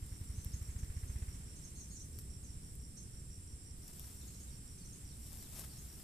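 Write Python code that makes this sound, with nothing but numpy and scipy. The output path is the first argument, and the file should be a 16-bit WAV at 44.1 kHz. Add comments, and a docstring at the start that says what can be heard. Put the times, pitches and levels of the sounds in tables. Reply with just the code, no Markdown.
"""A slow one-cylinder engine, far off from a forest edge, puffs and clatters as it speeds up,
then is throttled back to a soft uneven throb. Crickets chirr in the trees, scraping their wings,
over the hush of still air. Close to the left of the microphone something dry rustles and ticks.
One nearer cricket chirps on the right, and small birds twitter from a branch and from deeper in,
their notes scattered by trunks and leaves."""
import sys
import numpy as np
from scipy import signal
from scipy.fft import rfft, irfft, next_fast_len
from scipy.io import wavfile
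from scipy.ndimage import uniform_filter1d

SR = 44100
rng = np.random.default_rng(int(sys.argv[2]) if len(sys.argv) > 2 else 0)


def generate_wav(sig):
    """Save sig (samples, or channels by samples) to the path in sys.argv[1] as 16-bit PCM at SR."""
    pcm = np.round(np.clip(np.atleast_2d(sig).T, -1, 1) * 32767).astype(np.int16)
    wavfile.write(sys.argv[1], SR, pcm)


N = 265967
TIME = np.arange(N) / SR
PADDED = next_fast_len(N + SR // 2, real=True)
HZ = np.fft.rfftfreq(PADDED, 1 / SR)


def gain_of(db):
    """Decibels to amplitude."""
    return 10 ** (np.asarray(db) / 20)


def unit_rms(x):
    """Scales to rms 1."""
    return x / np.sqrt(np.mean(x ** 2) + 1e-20)


def at_hz(points, hz):
    """Reads (frequency [Hz], value) rows on a log-frequency axis."""
    f, value = np.transpose(points)
    return np.interp(np.log(hz + 1), np.log(f + 1), value)


def curve(rows):
    """Joins (time [s], value) rows by straight lines."""
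    return np.interp(TIME, *np.transpose(rows))


def repeats(first_s, pace):
    """Times of an event recurring from first_s on, at a pace of (time [s], rate [1/s]) rows."""
    turns = np.cumsum(curve(pace)) / SR
    first_turn = np.interp(first_s, TIME, turns)
    return np.interp(np.arange(first_turn, turns[-1]), turns, TIME)


def add(mix, s, sound):
    """Mixes a sound in at time s."""
    at = round(s * SR)
    sound = sound[max(-at, 0):]
    part = mix[max(at, 0):][:len(sound)]
    part += sound[:len(part)]


def pan(side_db):
    """Gains at the two microphones for a level difference, left minus right."""
    return gain_of([[side_db / 2], [-side_db / 2]])


def coloured(x, spectrum):
    """Gives a sound a spectrum, keeping the power of white noise."""
    response = unit_rms(gain_of(at_hz(spectrum, HZ)))
    return irfft(rfft(x, PADDED) * response, PADDED)[..., :N]


def drift(per_s):
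    """A random wander of rms about 1, with per_s turning points a second."""
    knots = rng.standard_normal(4000)
    return np.interp(TIME * per_s, np.arange(len(knots)), knots)


# likeness of the two microphones in sound from all sides: (frequency [Hz], correlation [-1 to 1])
MIC_COHERENCE = [(60, 0.97), (130, 0.97), (290, 0.88), (640, 0.12), (1400, -0.031), (3000, 0.13),
                 (14000, -0.26)]
def diffuse(spectrum):
    """Noise from all sides: alike at both microphones only in the bass."""
    common, separate = rfft(rng.standard_normal((2, PADDED)))
    likeness = np.clip(at_hz(MIC_COHERENCE, HZ), -1, 1)
    pair = np.array([common, likeness * common + np.sqrt(1 - likeness ** 2) * separate])
    return unit_rms(irfft(pair * gain_of(at_hz(spectrum, HZ)), PADDED)[:, :N])


# reverberation at the forest edge: (frequency [Hz], time to fall 60 dB [s])
FOREST_DECAY = [(200, 0.31), (3000, 0.091), (7000, 0.34), (14000, 0.028)]
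def forest(x):
    """Stereo scatter from trunks and leaves, the highest treble dying first."""
    reflections = rng.standard_normal((2, SR // 2)) * (rng.random((2, SR // 2)) < .1)
    hz, t, bands = signal.stft(reflections, SR, nperseg=256)
    decay = gain_of(-60 * t / at_hz(FOREST_DECAY, hz)[:, None])
    tail = signal.istft(bands * decay, SR, nperseg=256)[1]
    tail /= np.linalg.norm(tail, axis=1, keepdims=True)
    return signal.fftconvolve(x[None], tail, axes=1)[:, :N]


# speed of the distant engine: (time [s], firing rate [1/s])
ENGINE_SPEED = [(0, 9.96), (0.3, 11.78), (0.75, 14.04), (1.25, 16.32), (2.5, 14.98), (2.9, 11.25),
                (3.4, 12.89), (3.7, 11.26), (4.2, 14.9), (4.75, 16.34), (5.0, 11.49), (5.45, 15.98),
                (6.0, 10.21)]
# how hard it works: (time [s], exhaust level [dB], clatter share [0-1])
ENGINE_LOAD = [(0, -34, 0.37), (.47, -31, 0.4), (.77, -33, 0.6), (.97, -31.5, 0.57), (1.23, -31, 0.67),
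               (1.3, -33.5, 0.56), (1.345, -37.5, 0.4), (1.5, -49.5, 0.18), (2.6, -39.5, 0.08),
               (2.9, -50, .14), (3.28, -39.5, 0.13), (4, -51.5, 0.03), (6, -60, 0.09)]
# its clatter from across the distance: (frequency [Hz], relative level [dB])
CLATTER_SPECTRUM = [(300, -32), (700, 1.5), (1200, 2), (1600, 4), (2100, 6), (2800, -2), (4000, -4.5),
                    (9000, -33)]
# its low drone, scattered by the forest: (time [s], level [dB])
DRONE_LEVELS = [(0, -51), (1.3, -50.5), (1.5, -51), (3, -50.5), (3.4, -52.5), (6, -51.5)]
# colour of that drone: (frequency [Hz], relative level [dB])
DRONE_SPECTRUM = [(15, -6), (30, 1), (42, -6.5), (62, 5), (85, -3.5), (135, -4), (200, -9.5), (290, -16.5),
                  (430, -22), (600, -34), (1000, -43.5), (2500, -63)]
def engine(puff_s=0.0035, skew=0.1, lean=0.097, front_s=0.00986, rise_s=0.00294,
           echo_s=0.01315, echo_db=-17, clatter_db=-60.5, clatter_s=0.023, lead_s=.007):
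    """Far off, each exhaust puff pushes, pulls and pushes more softly, led by clatter under load."""
    full_db, uneven_db, uneven_per_db = -38, 0.04, 0.1243
    t = np.arange(-SR // 30, SR // 30) / SR
    load_s, exhaust_db, clatter_share = np.transpose(ENGINE_LOAD)
    thumps, knocks = np.zeros(N), np.zeros(N)
    firings = repeats(first_s=0.03015, pace=ENGINE_SPEED)
    for s, (stretch, force) in zip(firings, rng.standard_normal((200, 2))):
        db = np.interp(s, load_s, exhaust_db)
        # firings grow uneven as the exhaust weakens below its full level
        db += force * (uneven_db + uneven_per_db * max(full_db - db, 0))
        u = t / (puff_s * (1 + 0.077 * stretch))
        u = u * (1 - skew * np.tanh(u))  # the second push is slower
        front = np.clip((t + front_s) / rise_s, 0, 1)
        puff = front * (u ** 2 - 1) * np.exp(-u ** 2 / 2 - lean * u)
        add(thumps, s + t[0], gain_of(db) * puff)
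        add(knocks, s - lead_s, np.exp(-(t - t[0]) / clatter_s))
    echo = gain_of(echo_db) * np.interp(TIME - echo_s, TIME, thumps)
    clatter_gain = gain_of(clatter_db) * np.interp(TIME, load_s, clatter_share)
    clatter = clatter_gain * (knocks + 0.33) * diffuse(CLATTER_SPECTRUM)
    drone = gain_of(curve(DRONE_LEVELS) + 0.5 * drift(14)) * diffuse(DRONE_SPECTRUM)
    return (thumps + echo + drone) * pan(-1.14) + clatter


# kinds of cricket back in the trees:
# (pitch [Hz], resonance width [Hz], mean stroke rate [1/s], level [dB], left minus right [dB])
FAR_CRICKETS = [(5450, 740, 50, -72.5, -6), (7467, 230, 45, -65, -5), (7840, 470, 63, -67.5, -7.5),
                (8920, 930, 120, -64.5, -5.5), (9140, 740, 140, -67.5, 6.5)]
def cricket_chorus(per_kind=8, waver_db=0.5, skirt=1.97, direct_db=-2.5):
    """Many far crickets: trains of wing strokes, each ringing the wing, blurred by the trees."""
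    out = np.zeros((2, N))
    # over so many paths the trees smear the strokes in time without colouring them
    paths = gain_of(direct_db) + rfft(forest(signal.unit_impulse(N)), PADDED)
    blur = np.exp(1j * np.angle(paths))
    for hz, width_hz, rate, db, side_db in FAR_CRICKETS:
        strokes = np.zeros((2, N))
        for pace, start in rng.random((per_kind, 2)):
            turns = np.floor(TIME * rate * (.8 + .4 * pace) + start)
            at = np.flatnonzero(np.diff(turns))
            # leaves scatter each stroke, so it reaches the two microphones with unrelated sizes
            strokes[:, at] += rng.standard_normal((2, SR // 10))[:, :len(at)]
        wing = (1 + ((HZ - hz) / width_hz) ** 2) ** -skirt
        trill = unit_rms(irfft(rfft(strokes, PADDED) * wing * blur, PADDED)[:, :N])
        out += gain_of(db + waver_db * drift(5.2)) * pan(side_db) * trill
    return out


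# still air among the trees: (frequency [Hz], relative level [dB])
AIR_SPECTRUM = [(100, -10), (500, 3), (800, -1), (1150, -0.5), (2000, 1), (3200, -1), (4500, -1.5),
                (5500, 1), (7000, -0.5), (10000, -0.5), (12000, -3.5), (14500, -6)]
def still_air(db=-65.0, waver_db=1.44):
    """A faint, wavering hush all around the microphones."""
    return gain_of(db + waver_db * drift(4.21)) * diffuse(AIR_SPECTRUM)


# strength of the dry rustle, close on the left: (time [s], relative level [dB])
RUSTLE_STRENGTH = [(0, -72.5), (1.25, -71), (1.45, -77.5), (2.1, -74), (2.2, -70), (2.3, -77), (2.6, -79.5),
                   (2.72, -72.5), (2.85, -77), (3.72, -80.5), (3.89, -66), (3.98, -65.5), (4.01, -65.5),
                   (4.07, -64), (4.17, -67), (4.6, -75), (5.12, -73), (5.28, -64.5), (5.51, -64.5),
                   (5.56, -59.5), (5.6, -56), (5.68, -65.5), (5.85, -65.5), (6.03, -66)]
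# colour of light brushing: (frequency [Hz], relative level [dB])
BRUSH_SPECTRUM = [(500, -19), (2000, -19), (5000, -6.5), (8000, -6.5), (10000, -3.5), (12500, -2),
                  (14500, -3.5)]
# colour of firmer rubbing: (frequency [Hz], relative level [dB])
RUB_SPECTRUM = [(200, -2), (700, 9.5), (1000, 5), (1700, 3.5), (2300, 1), (3600, 3), (4700, -11), (7000, 0),
                (10000, -0.5), (14000, -15)]
# dull scuffs where the rubbing catches: (time [s], level [dB])
RUB_SCUFFS = [(5.127, -74), (5.642, -59.5), (6.002, -67.5)]
def rustle(slips_per_s=2500, slip_db=2.0, brush_db=5.0, scuff_s=0.0075):
    """Beside the microphone tiny dry slips crowd into a fizz; firmer rubbing adds body and scuffs."""
    firm_db, rub_db, rub_growth = -55, -57.5, 1.31
    sizes = gain_of(slip_db * np.minimum(rng.exponential(1, (2, N)), 4))
    slips = sizes * rng.standard_normal((2, N)) * (rng.random((2, N)) < slips_per_s / SR)
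    fizz = unit_rms(0.51 * unit_rms(slips) + rng.standard_normal((2, N)))
    strength_db = curve(RUSTLE_STRENGTH) + .7 * drift(15) + 1.5 * drift(140)
    brush = gain_of(strength_db + brush_db) * coloured(fizz, BRUSH_SPECTRUM) * pan(11.6)
    # rubbing grows faster than brushing as the rustle firms up
    pressure = gain_of(rub_db + rub_growth * (strength_db - firm_db))
    for s, db in RUB_SCUFFS:
        pressure += gain_of(db) * np.exp(-((TIME - s) / scuff_s) ** 2)
    rub = pressure * coloured(fizz[::-1], RUB_SPECTRUM) * pan(-2.4)
    return brush + rub


# dry snaps close to the left microphone: (time [s], relative level [dB], decay [s])
DRY_TICKS = [(0.064, -41, .0015), (.447, -28.5, 0.0006), (.6265, -38, .0006), (2.1883, -25.5, 0.0007),
             (2.192, -44, .005), (2.215, -49, .004), (2.754, -43, .0015), (3.8796, -37, 0.0024),
             (3.9962, -29.5, 0.0009), (4.0594, -42, .001), (5.331, -37, 0.001), (5.373, -37.5, 0.0014),
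             (5.4262, -35.5, 0.001), (5.595, -30, .002), (5.998, -42, .001)]
def ticks(tail_db=-26, tail_s=0.018, right_db=-7.5, rebound_s=0.0051, rebound_db=-12):
    """Sharp little snaps at close range, each with a rebound and a short scatter."""
    t = np.arange(SR // 12) / SR
    out = np.zeros((2, N))
    for s, db, decay_s in DRY_TICKS:
        crack, rebound, *scatters = .5 * gain_of(db) * np.sign(rng.standard_normal((4, len(t))))
        decay = np.exp(-t / decay_s)
        for mic, scatter in zip(out, scatters):
            add(mic, s, crack * decay + gain_of(tail_db) * scatter * np.exp(-t / tail_s))
            add(mic, s + rebound_s, gain_of(rebound_db) * rebound * decay)
    # the recorder's body shades the top treble on the right: (frequency [Hz], relative level [dB])
    left = coloured(out[0], [(300, -18), (2000, -23), (6000, -25), (7500, -9), (9500, -11),
                             (11500, -2), (14000, -1.5), (16000, -25)])
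    right = coloured(out[1], [(300, -12), (2000, -11), (4500, -10.5), (7700, 2.5), (10000, -2.5),
                              (14500, -13)])
    return np.array([left, gain_of(right_db) * right])


# pace of the nearer cricket on the right, which hesitates once: (time [s], chirp rate [1/s])
CRICKET_PACE = [(0, 5.84), (1.2, 5.95), (2, 5.92), (2.8, 6.04), (3.4, 5.83), (4.88, 5.84), (4.98, 3.85),
                (5.085, 5.97), (6, 5.97)]
def near_cricket(hz=5600, sag_hz=290, strokes=6, strokes_per_s=80, stroke_s=.0068,
                 chirp_db=-54, spread_db=0.24, direct_gain=0.57, echo_db=-14.5):
    """Each chirp is a few strokes of file over scraper, ringing the wing at a sagging pitch."""
    u = np.linspace(0, 1, int(stroke_s * SR))
    song = np.zeros(N)
    for s in repeats(first_s=.1375, pace=CRICKET_PACE):
        db = chirp_db + spread_db * rng.standard_normal()
        for k in np.arange(strokes) - (strokes - 1) / 2:
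            detune, force, late = rng.standard_normal(3)
            pitch = hz + 30 * detune + sag_hz * (.5 - u)
            stroke = np.sin(np.pi * u) * np.sin(2 * np.pi * np.cumsum(pitch) / SR)
            start_s = s + k / strokes_per_s - stroke_s / 2 + 0.00037 * late
            add(song, start_s, gain_of(db + 1.4 * force) * stroke)
    return direct_gain * song * pan(-6) + gain_of(echo_db) * forest(song) * pan(-12)


def bird_note(length_s, start_hz, middle_hz, end_hz, lower_db, quiver=.023):
    """A quivering glide on the third harmonic of the syrinx, with the second below it."""
    u = np.linspace(0, 1, int(length_s * SR))
    glide = np.polyval(np.polyfit([0, .5, 1], [start_hz, middle_hz, end_hz], 2), u)
    wobble = unit_rms(uniform_filter1d(rng.standard_normal(SR // 4), size=60))[:len(u)]
    phase = 2 * np.pi * np.cumsum(glide * (1 + quiver * wobble)) / SR
    tone = np.sin(phase) + gain_of(lower_db) * np.sin(phase * 2 / 3)
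    return signal.windows.tukey(len(u), .5) * tone


# notes from a nearby branch:
# (time [s], length [s], start pitch [Hz], middle pitch [Hz], end pitch [Hz], relative level [dB])
NEAR_NOTES = [(.325, 0.078, 5450, 6230, 6640, -61), (0.389, 0.045, 5760, 6080, 6150, -59),
              (0.517, 0.021, 4650, 5400, 6300, -56), (0.531, 0.019, 6150, 6580, 6250, -51),
              (.7, .02, 6300, 6700, 6600, -59), (0.782, 0.018, 6600, 6350, 5800, -56),
              (0.974, .014, 6200, 6650, 6700, -62), (1.072, 0.02, 5900, 6300, 6100, -56.5),
              (1.198, .02, 7400, 7000, 6700, -59), (1.338, .02, 5870, 6500, 6550, -62),
              (1.554, .024, 6050, 6380, 6600, -57), (1.639, 0.02, 6600, 6270, 6000, -52),
              (1.749, 0.034, 6000, 6590, 6150, -55), (1.78, 0.013, 6050, 6420, 6800, -54),
              (1.8, 0.019, 6720, 6280, 5600, -49), (1.9, 0.043, 6010, 6710, 6260, -53.5),
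              (1.941, .028, 6410, 6950, 7730, -51.5), (1.962, .012, 6970, 6040, 5400, -49.5),
              (1.993, 0.0316, 5600, 6000, 6630, -52), (2.433, 0.022, 6840, 6340, 5760, -56),
              (2.969, 0.01, 6970, 6030, 5700, -50), (2.982, 0.01, 6200, 6400, 6200, -50.5),
              (4.213, 0.012, 7200, 7060, 6700, -58), (4.269, .018, 7170, 6700, 5960, -55),
              (4.341, .02, 6300, 6700, 7150, -59), (4.397, 0.02, 6350, 6700, 6900, -53.5),
              (4.779, .012, 6500, 6000, 5700, -56), (4.847, .017, 5800, 6200, 6350, -56),
              (4.925, 0.014, 5800, 6440, 6950, -52), (5.783, 0.019, 6400, 6580, 6600, -55)]
def near_birds(level_db=-5.5, echo_db=1.5, peep_s=.03):
    """Falling chips, arched peeps and rising slurs near the centre, with the forest's echo."""
    song = np.zeros(N)
    for s, length_s, start_hz, middle_hz, end_hz, db in NEAR_NOTES:
        long_peep = middle_hz > max(start_hz, end_hz) and length_s > peep_s
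        lower_db = -8.5 if long_peep else -16
        add(song, s, gain_of(db) * bird_note(length_s, start_hz, middle_hz, end_hz, lower_db))
    return gain_of(level_db) * (song + gain_of(echo_db) * forest(song)) * pan(-0.67)


# whistles from deeper in the trees, to the right:
# (time [s], length [s], start pitch [Hz], end pitch [Hz], relative level [dB])
FAR_WHISTLES = [(3.99, .016, 3800, 3250, -62), (4.21, .02, 4500, 3250, -61), (4.275, .022, 4000, 4450, -63),
                (4.335, .02, 4400, 3850, -65), (4.47, .026, 3950, 3600, -65),
                (4.495, .055, 4950, 4300, -69), (4.765, .03, 5150, 4600, -68),
                (4.795, .05, 4850, 4050, -66), (5.048, .028, 5350, 4550, -65),
                (5.078, .066, 5050, 3450, -67), (5.39, .1, 4900, 3050, -65), (5.68, .078, 5000, 3850, -64),
                (5.975, .05, 5500, 4500, -64)]
def far_bird(level_db=-6, echo_db=1):
    """Thin single-tone whistles, mostly falling, with the forest's echo."""
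    song = np.zeros(N)
    for s, length_s, start_hz, end_hz, db in FAR_WHISTLES:
        whistle = bird_note(length_s, start_hz, (start_hz + end_hz) / 2, end_hz, lower_db=-np.inf)
        add(song, s, gain_of(db) * whistle)
    return gain_of(level_db) * (song + gain_of(echo_db) * forest(song)) * pan(-6)


def scene():
    """The forest edge as it reaches a stereo pair of microphones."""
    background = still_air() + engine() + cricket_chorus()
    singers = near_cricket() + near_birds() + far_bird()
    return background + singers + rustle() + ticks()


def record(dry, edge_hz=14330):
    """The recorder's band limit."""
    lowpass = signal.firwin(511, edge_hz, window=("kaiser", 9), fs=SR)
    return signal.oaconvolve(dry, lowpass[None], "same")


dry = scene()
out = record(dry)
generate_wav(out)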